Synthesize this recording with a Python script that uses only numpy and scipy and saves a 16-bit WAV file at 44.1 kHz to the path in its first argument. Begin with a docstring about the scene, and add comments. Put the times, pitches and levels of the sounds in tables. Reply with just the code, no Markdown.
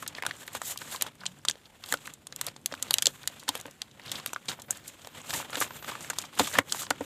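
"""Fingers pick at and stretch the plastic film of a mailer envelope on a wooden table, close to a phone in a small room.
From the start the room hums and rumbles; sliding film rustles in noisy strokes, creases snap in bursts of noise,
and buckling panels ring briefly, with a short tail of fading noise. Far drones (gliding sines) come from 0.8 s;
knocks ring the table from 1.9 s; taut film squeaks (gliding sines) from 4.5 s; a thin hiss marks a swing
at 5.6 s, then the hardest knocks and pops come near 6.4 to 6.6 s as the envelope is turned over and dropped."""
import sys
import numpy as np
from scipy import signal
from scipy.fft import rfft, irfft
from scipy.io import wavfile
from scipy.ndimage import uniform_filter1d

SR = 44100
rng = np.random.default_rng(int(sys.argv[2]) if len(sys.argv) > 2 else 0)


def wrap_up_sound(samples):
    """Save the sound to the file named by the first command line argument, as 16-bit audio."""
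    columns = np.atleast_2d(samples).T
    # keep every value between -1 and 1, then stretch to whole-number steps
    tamed = np.clip(columns, -1, 1)
    steps = np.round(tamed * 32767).astype(np.int16)
    wavfile.write(sys.argv[1], SR, steps)


def ratio_of_db(decibels):
    """Turn decibels (scalar or array-like) into linear amplitude factors; 0 dB maps to 1."""
    return 10 ** (np.asarray(decibels, float) / 20)


N = 310887  # samples, about 7 s


def band(hz, low_hz, high_hz):
    """Causal response of a band-pass with soft edges."""
    edges = signal.butter(2, [low_hz, min(high_hz, .45 * SR)], "bandpass", fs=SR, output="sos")
    return signal.sosfreqz(edges, worN=hz, fs=SR)[1]


def resonances(hz, modes):
    """Causal response that lifts or dips each (pitch_hz, width_hz, change_db) mode against a flat base."""
    response = 1
    for pitch_hz, width_hz, change_db in modes:
        damp = 1j * hz * width_hz
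        peak = damp / (pitch_hz * pitch_hz - hz * hz + damp)
        response = response * (1 + (ratio_of_db(change_db) - 1) * peak)
    return response


def ring(hz, centre_hz, share):
    """One resonance a row, its width a share of its pitch."""
    damp = 1j * hz * share * centre_hz[:, None]
    return damp / (centre_hz[:, None] ** 2 - hz * hz + damp)


def unit(x):
    """Scales a sound to rms 1."""
    return x / np.sqrt(np.mean(x ** 2))


def walk(rate):
    """Random levels held 1 / rate s and smoothed twice; each held level has a spread near 1."""
    hold = int(SR / rate)
    steps = np.repeat(rng.standard_normal(N // hold + 1), hold)
    return 0.97 * uniform_filter1d(uniform_filter1d(steps, hold), hold)[:N]


def burst(length_ms, chance, rise, spike_db):
    """Ragged noise, one row an event: a hard first break, then a tail of smaller ones."""
    size = chance.shape[1] // 2
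    lengths_in = np.arange(size) / SR * 1000 / np.maximum(length_ms, .3)[:, None]  # time in lengths
    onset = 1 - np.exp(-lengths_in / rise)
    decay = np.exp(-lengths_in / 1.62) + ratio_of_db(spike_db) * np.exp(-lengths_in / 0.23)
    # the fold gives way in steps: strong and weak moments a fraction of a ms long
    steps = ratio_of_db(15.0 * uniform_filter1d(chance[:, size:], size=16, axis=1))
    return onset * decay * chance[:, :size] * steps


def energy(rows, energy_db):
    """Scales each row to its energy; 0 dB is an rms of 1 held for 1 ms."""
    now = np.sum(rows ** 2, axis=1) / SR * 1000
    return rows * (ratio_of_db(energy_db) / np.sqrt(now))[:, None]


def place(start_s, rows):
    """Lays each row at its time."""
    out = np.zeros(N + rows.shape[1])
    for start, row in zip((start_s * SR).astype(int), rows):
        out[start:start + len(row)] += row
    return out[:N]


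def glides(tones, fade_s):
    """Thin gliding sines that fade in and out."""
    out, t = np.zeros(N), np.arange(N) / SR
    for rows in tones:
        time_s, pitch_hz, level_db = np.transpose(rows)
        fade = np.clip(np.minimum(t - time_s[0], time_s[-1] - t) / fade_s, 0, 1)
        level = np.sqrt(2) * ratio_of_db(np.interp(t, time_s, level_db))  # sqrt 2: level_db is rms
        cycles = np.cumsum(np.interp(t, time_s, pitch_hz)) / SR
        out += fade * level * np.sin(2 * np.pi * cycles)
    return out


# colour of the room's steady air, relative: pitch_hz, level_db (per Hz)
HUM_COLOUR = [(18, -38), (30, 8.5), (124, -1.5), (2680, -28.5), (3580, -22), (5450, -22), (7090, -42),
              (9460, -21), (13000, -40), (16000, -48)]


def hum():
    """The steady air of the room: coloured noise that wavers slightly in level."""
    hz, db = np.transpose(HUM_COLOUR)
    gain = ratio_of_db(np.interp(np.log(np.fft.rfftfreq(N, 1 / SR) + 1), np.log(hz), db))
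    air = unit(irfft(rfft(rng.standard_normal(N)) * gain, N))
    return ratio_of_db(-64 + 1.2 * walk(4.25)) * air


# strokes of film sliding over skin and wood: peak_s, body_db, crack_db,
# swell_ms (the last 10 dB of body up to the peak), fade_ms (the first 10 dB of body after it)
STROKES = [(0.02, -64, -55, 69, 73), (0.185, -49, -66, 180, 28), (0.279, -43.5, -55, 45, 55),
           (0.424, -48, -48, 120, 33), (0.573, -42, -42.5, 60, 19), (0.655, -51.5, -38, 27, 73),
           (0.715, -49, -38.5, 85, 30), (0.83, -47.5, -47, 85, 67), (0.945, -45.5, -40, 84, 46),
           (1.068, -43.5, -53, 83, 24), (1.277, -59, -63, 130, 170), (1.49, -45, -49, 13, 46),
           (1.661, -60, -66, 25, 53), (1.921, -46, -41, 67, 40), (2.07, -52, -55.5, 260, 76),
           (2.48, -46, -51.5, 106, 32), (2.72, -55, -60, 58, 200), (2.844, -50.5, -59, 50, 580),
           (3.078, -69, -53.5, 300, 230), (3.288, -57.5, -60.5, 69, 750), (3.552, -45.5, -50, 42, 69),
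           (3.836, -68, -71, 35, 50), (4.09, -47, -57, 66, 79), (4.175, -42, -46.5, 79, 47),
           (4.275, -47.5, -48, 21, 40), (4.34, -58, -61, 73, 170), (4.496, -38.5, -39.5, 20, 46),
           (4.706, -47, -39, 3.3, 31), (4.76, -56, -58, 50, 88), (4.879, -49.5, -48, 45, 34),
           (5.059, -57, -61, 420, 60), (5.182, -44, -50.5, 54, 43), (5.362, -36, -32.5, 77, 59),
           (5.557, -42.5, -46, 65, 145), (5.618, -34.5, -29, 33, 35), (5.767, -45, -47, 55, 29),
           (5.882, -42.5, -47.5, 52, 140), (6.031, -43.5, -45.5, 56, 130), (6.196, -47.5, -46, 43, 61),
           (6.396, -30.5, -31.5, 5.1, 26), (6.44, -39, -37.5, 71, 50), (6.53, -53, -41.5, 110, 74),
           (6.591, -29.5, -47, 36, 9.4), (6.72, -46.5, -45, 47, 150), (6.81, -47, -36, 92, 35),
           (6.914, -48, -61, 33, 80), (7.049, -53, -54, 89, 60)]
# low rumble in the room: time_s, level_db
ROOM_RUMBLE = [(0.0, -56.5), (0.47, -61.5), (0.72, -63), (1.43, -60), (1.55, -68.5), (1.8, -68),
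               (2.04, -61.5), (2.69, -58.5), (2.88, -55.5), (3.22, -60.5), (3.91, -62.5), (4.18, -64),
               (4.69, -56.5), (4.91, -64), (5.77, -58), (6.24, -60), (6.52, -56), (7.05, -54)]
# body, crack and fizz between strokes: one level_db each
REST_DB = [-65.5, -71.5, -76]


def sliding(t):
    """Rumble, body, crack and fizz (dB) of the sliding at times t: strokes swell and fade over a rest level."""
    roundness = 1.1  # 1 = pointed peak, more = flat top and steep ends
    treble_steepness = 1.65  # crack and fizz change by this many dB per dB of body
    rumble_db, fizz_db = -7.5, -8  # rumble against body, fizz against crack before its tilt
    fizz_tilt = 0.18  # a stroke bright in crack is brighter still in fizz, dB per dB
    peak_s, body_db, crack_db, swell_ms, fade_ms = np.transpose(STROKES)[:, :, None]
    late_ms = (t - peak_s) * 1000
    down_db = 10 * np.where(late_ms < 0, -late_ms / swell_ms, late_ms / fade_ms) ** roundness
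    body = body_db - down_db
    crack = crack_db - treble_steepness * down_db
    fizz = crack + fizz_db + fizz_tilt * (crack_db - body_db)
    parts = (body + rumble_db, body, crack, fizz)
    rests_db = [np.interp(t, *np.transpose(ROOM_RUMBLE)), *REST_DB]
    return [10 * np.log10(np.sum(ratio_of_db(db) ** 2, axis=0) + ratio_of_db(rest_db) ** 2)
            for db, rest_db in zip(parts, rests_db)]


# rumble, body, crack and fizz of the rustle: low_hz, high_hz
RUSTLE_PARTS = [(60, 300), (300, 2950), (3000, 8360), (9000, 15000)]
# how deeply micro-creases cut into rumble, body, crack and fizz: one share each (no unit)
GRAIN_SHARE = [0.23, 1.15, 0.52, 0.87]
# what the room drones on: pitch_hz, width_hz, lift_db
RUMBLE = [(102, 22, 7), (145.3, 10.7, 6.5), (234, 100, 2.5)]
# the envelope's hollow on the table, also heard in the pops: pitch_hz, width_hz, lift_db
HOLLOW = [(284, 62, 1), (540, 73, 3.5), (870, 1100, 6.5), (1574, 233, 1.5)]
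# the microphone port, also heard in the snaps: pitch_hz, width_hz, lift_db
PORT = [(3470, 1400, 9.5), (7290, 1630, 13.3), (12220, 650, 4.5)]
# what sliding film lacks and favours: pitch_hz, width_hz, change_db
SHADE = [(5340, 6100, -5.5), (13100, 4500, 14.5)]


def rustle():
    """Dense micro-creases over a friction hiss; every part flickers, the rumble least."""
    level_times = np.arange(0, N / SR, .002)
    hz = np.fft.rfftfreq(N, 1 / SR)
    colour = resonances(hz, RUMBLE + HOLLOW + PORT + SHADE)
    creases_db = 1.91 * walk(900) + 3.8 * walk(120)
    out = 0
    for (low_hz, high_hz), db, share in zip(RUSTLE_PARTS, sliding(level_times), GRAIN_SHARE):
        grain = rng.standard_normal(N) * ratio_of_db(share * creases_db)
        part = unit(irfft(rfft(grain) * band(hz, low_hz, high_hz) * colour, N))
        level_db = np.interp(np.arange(N) / SR, level_times, db) + 0.5 * walk(40)
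        out = out + part * ratio_of_db(level_db)
    return out


def crinkles(count=900, size=512):
    """Small creases at random moments ring at their own pitch, louder where the sliding is louder."""
    when, height, luck = rng.random((count, 3)).T
    when = when * N / SR
    _, body_db, crack_db, _ = sliding(when)
    around_db = (1 - height) * body_db + height * crack_db
    push = burst(np.full(count, .8), rng.standard_normal((count, 2 * size)), rise=0.15, spike_db=0.0)
    pitch_hz = 700 * 12 ** height
    rows = irfft(rfft(push) * ring(np.fft.rfftfreq(size, 1 / SR), pitch_hz, 0.13), size)
    # most are faint, a few lucky ones stand out
    return place(when, energy(rows, around_db + 0.93 - 2.32 * np.log(1 - luck)))


# the loudest creases that snap: start_s, click_db, crack_db, fizz_db (energies, 0 dB = rms 1 for 1 ms),
# length_ms (before each part's length factor)
SNAPS = [(0.0232, -43, -37.5, -38.5, 5.7), (0.063, -36, -54, -57, 2.1), (0.077, -30.5, -26, -28.5, 2.2),
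         (0.0886, -52, -57, -57, 0.7), (0.1497, -32.5, -49, -61, 1.1), (0.1797, -41, -48, -51, 2.9),
         (0.2243, -41, -55, -58, 1.2), (0.2512, -46, -44, -46, 1.6), (0.2646, -28, -24, -26.5, 1.2),
         (0.3108, -33, -55, -58, 1.2), (0.365, -59, -43, -56, 3.2), (0.464, -48, -47, -42, 11),
         (0.4772, -35, -37.5, -38, 1.2), (0.531, -48, -36, -39, 6.1), (0.55, -38, -32, -33, 2.5),
         (0.617, -37, -30, -35, 2.4), (0.7747, -30, -32.5, -33.5, 0.95), (0.7876, -41, -47, -42, 1.6),
         (0.8158, -37, -44, -53, 2.2), (0.9134, -34, -47, -32, 13), (0.9605, -30.5, -41, -40, 1.5),
         (1.0109, -25, -29.5, -34, 1.4), (1.0217, -21, -18, -16.5, 1.2), (1.0656, -33.5, -42, -44, 2.8),
         (1.153, -60, -54, -55, 1.4), (1.2046, -39.5, -54, -56, 6), (1.2555, -31, -38, -42, 3.2),
         (1.2633, -20.5, -22.5, -60, 1.8), (1.3878, -66, -49, -61, 1.2), (1.4504, -30.5, -28, -38, 1.6),
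         (1.4844, -12, -17.5, -29, 0.95), (1.4975, -26, -21.5, -29, 1.5), (1.511, -26.5, -27, -54, 0.29),
         (1.5554, -49, -61, -66, 1.3), (1.6547, -42.5, -73, -64, 3.3), (1.8382, -31, -43, -47, 1.3),
         (1.8599, -42, -47, -42, 3.1), (1.888, -35.5, -47, -37, 2.8), (1.9244, -27, -20, -22.5, 1.2),
         (1.939, -25, -32, -24.5, 1.3), (1.9716, -40, -45, -58, 1.5), (2.0538, -42, -41, -47, 7.2),
         (2.071, -45, -39, -38, 0.66), (2.137, -46, -35.5, -40.5, 2.9), (2.2695, -38, -34, -36.5, 0.99),
         (2.3243, -34, -40, -51, 1), (2.3617, -37, -30.5, -32, 0.7), (2.4122, -26, -23, -22, 1.5),
         (2.444, -48, -42, -44, 1.6), (2.4654, -28, -29, -25.5, 2.2), (2.4847, -31, -55, -44, 1.1),
         (2.5627, -40.5, -42.5, -54, 1.4), (2.6144, -68, -55, -59, 2.6), (2.6594, -22, -19, -20, 1.25),
         (2.7226, -31.5, -42, -55, 1.8), (2.7389, -38, -42, -55, 1.6), (2.75, -40, -57, -48, 1.5),
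         (2.8256, -26, -18.5, -24.5, 1.36), (2.876, -41, -52, -50, 8.7), (2.9082, -14.5, -21.5, -19, 0.64),
         (2.9329, -33, -38, -30, 0.71), (2.94, -11.5, -14, -14, 0.68), (2.983, -17.5, -19, -28, 2.3),
         (3.0223, -18.5, -18.5, -19, 2.1), (3.0568, -13.5, -14.5, -27, 0.62),
         (3.0682, -10.5, -10.5, -21, 1.4), (3.2319, -39, -48, -48, 1.4), (3.2746, -21.5, -19, -22.5, 1.6),
         (3.3944, -39.5, -40, -45, 10), (3.4353, -48, -48, -47, 0.7), (3.48, -26, -31, -45, 3.8),
         (3.4894, -16, -21, -22, 1.7), (3.5528, -28.5, -36, -30, 2), (3.5747, -40, -44, -38, 2.6),
         (3.5998, -39, -39, -43, 0.92), (3.6116, -44, -35, -40, 0.86), (3.6636, -53, -44, -47, 1.6),
         (3.7106, -50, -45, -48, 1.4), (3.8181, -23.5, -31, -35, 0.85), (3.912, -47, -54, -69, 2.3),
         (4.0161, -45, -65, -68, 3.6), (4.036, -49, -64, -63, 1.2), (4.06, -35.5, -50, -48, 4.2),
         (4.0792, -34, -53, -58, 3.1), (4.094, -33, -51, -61, 3.7), (4.1156, -24, -25, -28.5, 4.6),
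         (4.1537, -25.5, -46, -48, 5), (4.1987, -39, -47, -52, 1.5), (4.2609, -27.5, -31, -23.5, 1.6),
         (4.272, -36, -37, -39, 3.8), (4.3322, -39, -27, -34, 1.4), (4.346, -39, -62, -59, 0.9),
         (4.456, -50, -45, -49, 2.7), (4.4827, -20, -26.5, -41, 9.6), (4.5157, -31.5, -47, -58, 1.3),
         (4.597, -42, -43, -49, 3.8), (4.6188, -42, -36, -41, 1.5), (4.7073, -54, -14.5, -24, 1.2),
         (4.7474, -42, -61, -62, 3.7), (4.7715, -48, -39, -41, 1.5), (4.8773, -39.5, -32, -32.5, 6.8),
         (5.0163, -46, -46, -69, 2.5), (5.0468, -40, -50, -56, 1.5), (5.0716, -43, -39, -43, 1.3),
         (5.2153, -58, -40, -58, 1.1), (5.2938, -35, -35, -43, 4.5), (5.3053, -26.5, -32, -40, 2),
         (5.337, -25, -32, -31, 3.5), (5.4159, -74, -46, -58, 1.8), (5.5027, -49, -39, -40, 6.2),
         (5.5302, -32, -44, -45, 2.5), (5.5551, -25, -30, -50, 0.77), (5.569, -31, -41, -34, 2.9),
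         (5.603, -48, -23.5, -21, 3.2), (5.825, -43, -46, -48, 2), (5.8447, -39, -47, -51, 1.8),
         (5.9128, -37, -42, -54, 2.4), (6.0076, -47, -37, -46, 1.3), (6.0256, -48, -37, -41, 3.2),
         (6.0466, -49, -48, -51, 1.1), (6.1, -29.5, -21, -29, 2.5), (6.1327, -38, -46, -45, 4.5),
         (6.1852, -22.5, -21.5, -28.5, 1.5), (6.216, -39, -36, -44, 1.3), (6.222, -39, -37, -42, 0.7),
         (6.2525, -38.5, -42, -51, 4.3), (6.351, -41, -49, -42, 7.1), (6.3884, -25, -21, -28, 6.6),
         (6.3947, -14.5, -19.5, -24, 3.3), (6.456, -31, -42, -42, 4.4), (6.47, -27.5, -25.5, -32, 6.7),
         (6.5374, -30, -29, -39, 3), (6.5732, -34, -39, -44, 3.7), (6.5853, -32, -19.5, -22, 2.3),
         (6.6945, -32, -49, -45, 6.7), (6.7225, -19, -17, -27, 1.3), (6.792, -33, -34, -43, 3.5),
         (6.818, -31, -25.5, -36, 14), (6.866, -36, -53, -66, 1.3), (6.9044, -23.5, -21, -25.5, 2.1),
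         (7.008, -53, -42, -56, 1.7)]
# click, crack and fizz of a snap: low_hz, high_hz, length_factor (no unit)
SNAP_PARTS = [(2550, 5440, 1.13), (5620, 9200, 1.06), (8450, 14400, 0.59)]


def snaps(size=2048):
    """Each crease lets go in a bright burst; its fizz dies first."""
    start_s, *energy_db, length_ms = np.transpose(SNAPS)
    hz = np.fft.rfftfreq(size, 1 / SR)
    chance = rng.standard_normal((len(start_s), 2 * size))
    rows = 0
    for (low_hz, high_hz, factor), db in zip(SNAP_PARTS, energy_db):
        push = burst(factor * length_ms, chance, rise=0.23, spike_db=6.5)
        # each band twice: steep edges that meet in phase
        colour = band(hz, low_hz, high_hz) ** 2 * resonances(hz, PORT)
        rows = rows + energy(irfft(rfft(push) * colour, size), db)
    return place(start_s, rows)


# the loudest panels of the envelope that buckle: start_s, energy_db (0 dB = rms 1 for 1 ms), pitch_hz,
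# length_ms (before the push is shortened)
POPS = [(0.0239, -27.5, 1150, 8.5), (0.063, -32, 1480, 3), (0.148, -37, 2030, 4.8), (0.183, -27, 1700, 6.9),
        (0.2232, -23, 1870, 2.7), (0.2353, -26, 1070, 1.3), (0.2507, -27.5, 1200, 3.5),
        (0.2644, -19, 1370, 1.3), (0.3096, -24, 1740, 2.9), (0.4174, -38, 1480, 5), (0.48, -31, 1790, 1.8),
        (0.55, -24, 1300, 2), (0.6168, -24.5, 1460, 3.2), (0.7596, -36, 1110, 2.2),
        (0.8166, -30, 1430, 3.2), (0.9465, -27, 1090, 4.3), (1.011, -28, 2200, 3.2),
        (1.0219, -26.5, 1800, 1.7), (1.0643, -31, 1280, 2.2), (1.213, -37.5, 1050, 7.9),
        (1.235, -33, 1080, 3.8), (1.2563, -31, 1990, 3.8), (1.45, -26.5, 1120, 2.8),
        (1.4845, -29.5, 2030, 1.3), (1.4972, -25.5, 1790, 3.2), (1.5547, -41, 504, 1.4),
        (1.838, -37.5, 1210, 8.2), (1.9241, -17, 1900, 2.2), (1.9399, -16.5, 1420, 1.6),
        (2.0751, -29, 1600, 1.8), (2.269, -43.5, 1350, 1.9), (2.3245, -37.5, 1710, 2.8),
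        (2.4125, -28, 1460, 2.5), (2.4714, -31.5, 635, 2.3), (2.5628, -40.5, 1030, 1.9),
        (2.661, -32, 1960, 0.55), (2.715, -37.5, 1730, 1.9), (2.723, -27, 587, 2),
        (2.7394, -26.5, 1530, 1.3), (2.7897, -46, 1540, 2.2), (2.8253, -38, 2040, 4.6),
        (2.907, -23, 850, 2.1), (2.94, -29.5, 1820, 4.1), (2.984, -26, 2000, 5.2),
        (3.0228, -26.5, 1790, 3.5), (3.055, -27, 1800, 8.2), (3.0724, -26, 494, 2.2),
        (3.2375, -38, 1670, 2.5), (3.2745, -28, 1810, 2.8), (3.2984, -41.5, 630, 3.3),
        (3.3721, -45, 1670, 2.6), (3.4286, -39.5, 900, 3), (3.4796, -25, 1880, 4.3),
        (3.4875, -21, 960, 5.3), (3.552, -26.5, 457, 2.9), (3.6565, -33.5, 1740, 1.4),
        (3.679, -36, 540, 9.5), (3.817, -34, 2230, 4.8), (3.9962, -37.5, 1940, 1.4),
        (4.1156, -31, 2180, 9.4), (4.1987, -34, 1190, 3.3), (4.2614, -24.5, 2250, 1.4),
        (4.3322, -26.5, 770, 2.4), (4.3614, -22, 1240, 1.75), (4.484, -30, 2200, 5.2),
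        (4.5156, -30.5, 1600, 1.3), (4.588, -36, 805, 18), (4.6816, -34.5, 620, 20),
        (4.7053, -32, 1480, 2.1), (4.7274, -39, 1670, 1.9), (5.0464, -40, 650, 1.8),
        (5.071, -33.5, 460, 1.9), (5.3053, -29, 1800, 1.8), (5.336, -25, 1820, 2.3), (5.401, -27, 970, 1.3),
        (5.4264, -33, 1480, 4.6), (5.45, -39, 800, 4.8), (5.4972, -33.5, 1030, 2.4),
        (5.529, -27, 1540, 5.5), (5.5532, -24.5, 1920, 4.2), (5.6124, -16.5, 1320, 5),
        (5.622, -18, 1650, 3.4), (5.7063, -31, 1200, 3.9), (5.8256, -35, 1430, 1.4),
        (5.844, -32, 1300, 3.2), (5.916, -28, 1080, 5.2), (5.9519, -27.5, 1090, 3.4),
        (6.046, -32.5, 1670, 1.8), (6.1007, -21.5, 1570, 5.5), (6.1325, -34, 1000, 2.3),
        (6.1846, -30, 1050, 1.1), (6.238, -34, 870, 3.2), (6.394, -11.5, 780, 2.7), (6.402, -17.5, 620, 8),
        (6.4733, -24.5, 1130, 2.6), (6.514, -35, 1970, 3.5), (6.5301, -24, 1850, 24),
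        (6.5525, -18, 1770, 4.6), (6.5863, -5.5, 1940, 2.9), (6.721, -28, 1360, 5.1),
        (6.747, -27, 970, 0.4), (6.7918, -37, 1830, 3.1), (6.8171, -32, 1180, 5.1),
        (6.8322, -31, 1070, 3.5), (6.867, -35.5, 1290, 2.7), (6.9072, -12.5, 1350, 3),
        (7.008, -27, 770, 5.7)]


def pops(size=4096):
    """A buckling panel rings briefly at its own pitch over a broad dull skirt."""
    start_s, energy_db, pitch_hz, length_ms = np.transpose(POPS)
    hz = np.fft.rfftfreq(size, 1 / SR)
    chance = rng.standard_normal((len(start_s), 2 * size))
    push = burst(0.55 * length_ms, chance, rise=0.15, spike_db=-15.0)
    panel = ring(hz, pitch_hz, 0.3) + ratio_of_db(-11.5) * band(hz, 355, 2770)
    rows = irfft(rfft(push) * panel * resonances(hz, HOLLOW), size)
    return place(start_s, energy(rows, energy_db))


def room(x):
    """Table top and walls return a short diffuse tail; the treble dies first."""
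    tail_db, t60_s, treble_t60_s = -20, 0.096, 0.043  # t60: time to fall 60 dB
    t = np.arange(SR // 2) / SR
    noise = rng.standard_normal(len(t))
    dull = signal.lfilter([.2], [1, -.8], noise)
    tail = dull * ratio_of_db(-60 * t / t60_s) + (noise - dull) * ratio_of_db(-60 * t / treble_t60_s)
    tail = tail * (t > .003)  # the first return comes after 3 ms
    return ratio_of_db(tail_db) * signal.fftconvolve(x, tail / np.sqrt(np.sum(tail ** 2)))[:N]


# faint low tones that drift in from far off, perhaps a passing motor; one list a tone: time_s, pitch_hz, level_db
DRONES = [
    [(.81, 250.5, -63), (.98, 204, -62)],
    [(1.19, 191, -58), (1.34, 180, -56)],
    [(1.25, 145, -58.5), (1.5, 139, -65)],
    [(3.08, 146, -64), (3.3, 138, -60)],
]


def drones():
    """Far low tones, each a sine that glides down in pitch."""
    return glides(DRONES, fade_s=0.011)


# the envelope or a knuckle meets the table: start_s, strength_db (before each mode's own level)
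KNOCKS = [(1.923, -30), (1.939, -33), (2.722, -37), (3.071, -38), (3.488, -30), (3.55, -48), (3.653, -34),
          (4.484, -37), (5.57, -29.5), (6.396, -23), (6.401, -13), (6.586, -20.5), (6.904, -24.5),
          (7.007, -22.5)]
# how the table top rings: pitch_hz, level_db (against the strength), t60_s (time to fall 60 dB)
TABLE = [(100, -11, 0.073), (285.7, 1, 0.061), (495, 9.5, 0.024), (897, 4.5, 0.028)]


def knocks(size=8192):
    """A soft push sets the table top ringing; each blow shares out differently."""
    start_s, strength_db = np.transpose(KNOCKS)
    t = np.arange(size) / SR
    share_db = 1.5 * rng.standard_normal((len(start_s), len(TABLE)))
    modes = np.array([ratio_of_db(level_db - 60 * t / t60_s) * np.sin(2 * np.pi * pitch_hz * t)
                      for pitch_hz, level_db, t60_s in TABLE])
    soft_onset = 1 - np.exp(-t / 0.0057)
    return place(start_s, ratio_of_db(strength_db)[:, None] * (ratio_of_db(share_db) @ modes) * soft_onset)


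# taut film slipping on a finger; one list a squeak: time_s, pitch_hz, level_db (before the flutter)
SQUEAKS = [
    [(4.53, 14400, -74), (4.556, 14500, -65), (4.6, 14088, -77)],
    [(4.625, 15050, -71), (4.671, 13949, -65), (4.7, 13410, -76)],
    [(4.56, 11900, -80), (4.62, 11400, -76), (4.65, 10950, -69), (4.7, 10150, -79)],
    [(4.73, 15500, -77), (4.81, 15300, -78), (4.85, 13100, -75)],
    [(4.72, 12700, -74), (4.8, 12300, -79)],
    [(4.91, 13900, -76), (4.945, 14350, -77)],
    [(5.01, 14731, -77), (5.06, 13850, -71), (5.088, 14050, -70), (5.115, 13268, -70), (5.144, 13885, -68),
     (5.165, 14300, -75)],
    [(5.2, 14800, -74), (5.22, 13700, -71), (5.24, 13100, -73)],
    [(7.02, 13296, -70), (7.04, 13652, -57), (7.05, 13937, -64)],
]


def squeaks():
    """Quick stick and slip of taut film, as gliding sines that flutter in strength."""
    return glides(SQUEAKS, fade_s=.004) * ratio_of_db(4.0 * walk(150))


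def swing():
    """A thin, narrow high hiss while the envelope is swung round."""
    from_s, to_s, fade_s, level_db = 5.64, 5.95, 0.08, -55.5
    t = np.arange(N) / SR
    narrow = band(np.fft.rfftfreq(N, 1 / SR), 12600, 14200)
    hiss = unit(irfft(rfft(rng.standard_normal(N)) * narrow, N))
    return ratio_of_db(level_db) * hiss * np.clip(np.minimum(t - from_s, to_s - t) / fade_s, 0, 1)


def scene():
    """Hands and film close by, the room behind."""
    near = snaps() + pops() + knocks() + crinkles()
    mix = near + room(near) + rustle() + swing() + squeaks() + hum() + drones()
    return mix[None]  # one channel


def top_cut(x):
    """Nothing passes above the cut-off."""
    return signal.sosfilt(signal.butter(12, 16710, fs=SR, output="sos"), x)


def record(dry):
    """The small microphone loses the deep bass and rounds the hardest peaks; a steep step trims the very top."""
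    bottom_hz, top_hz = 75, 15450
    heard = signal.sosfilt(signal.butter(2, bottom_hz, "highpass", fs=SR, output="sos"), dry)
    heard = heard / (1 + (heard / 1.1) ** 4) ** (1 / 4)
    step = signal.ellip(7, .3, 60, top_hz, fs=SR, output="sos")
    trimmed = signal.sosfiltfilt(step, heard)
    heard = trimmed + ratio_of_db(-30) * (heard - trimmed)  # a trace of the very top stays
    return top_cut(heard)


dry = scene()
out = record(dry)
wrap_up_sound(out)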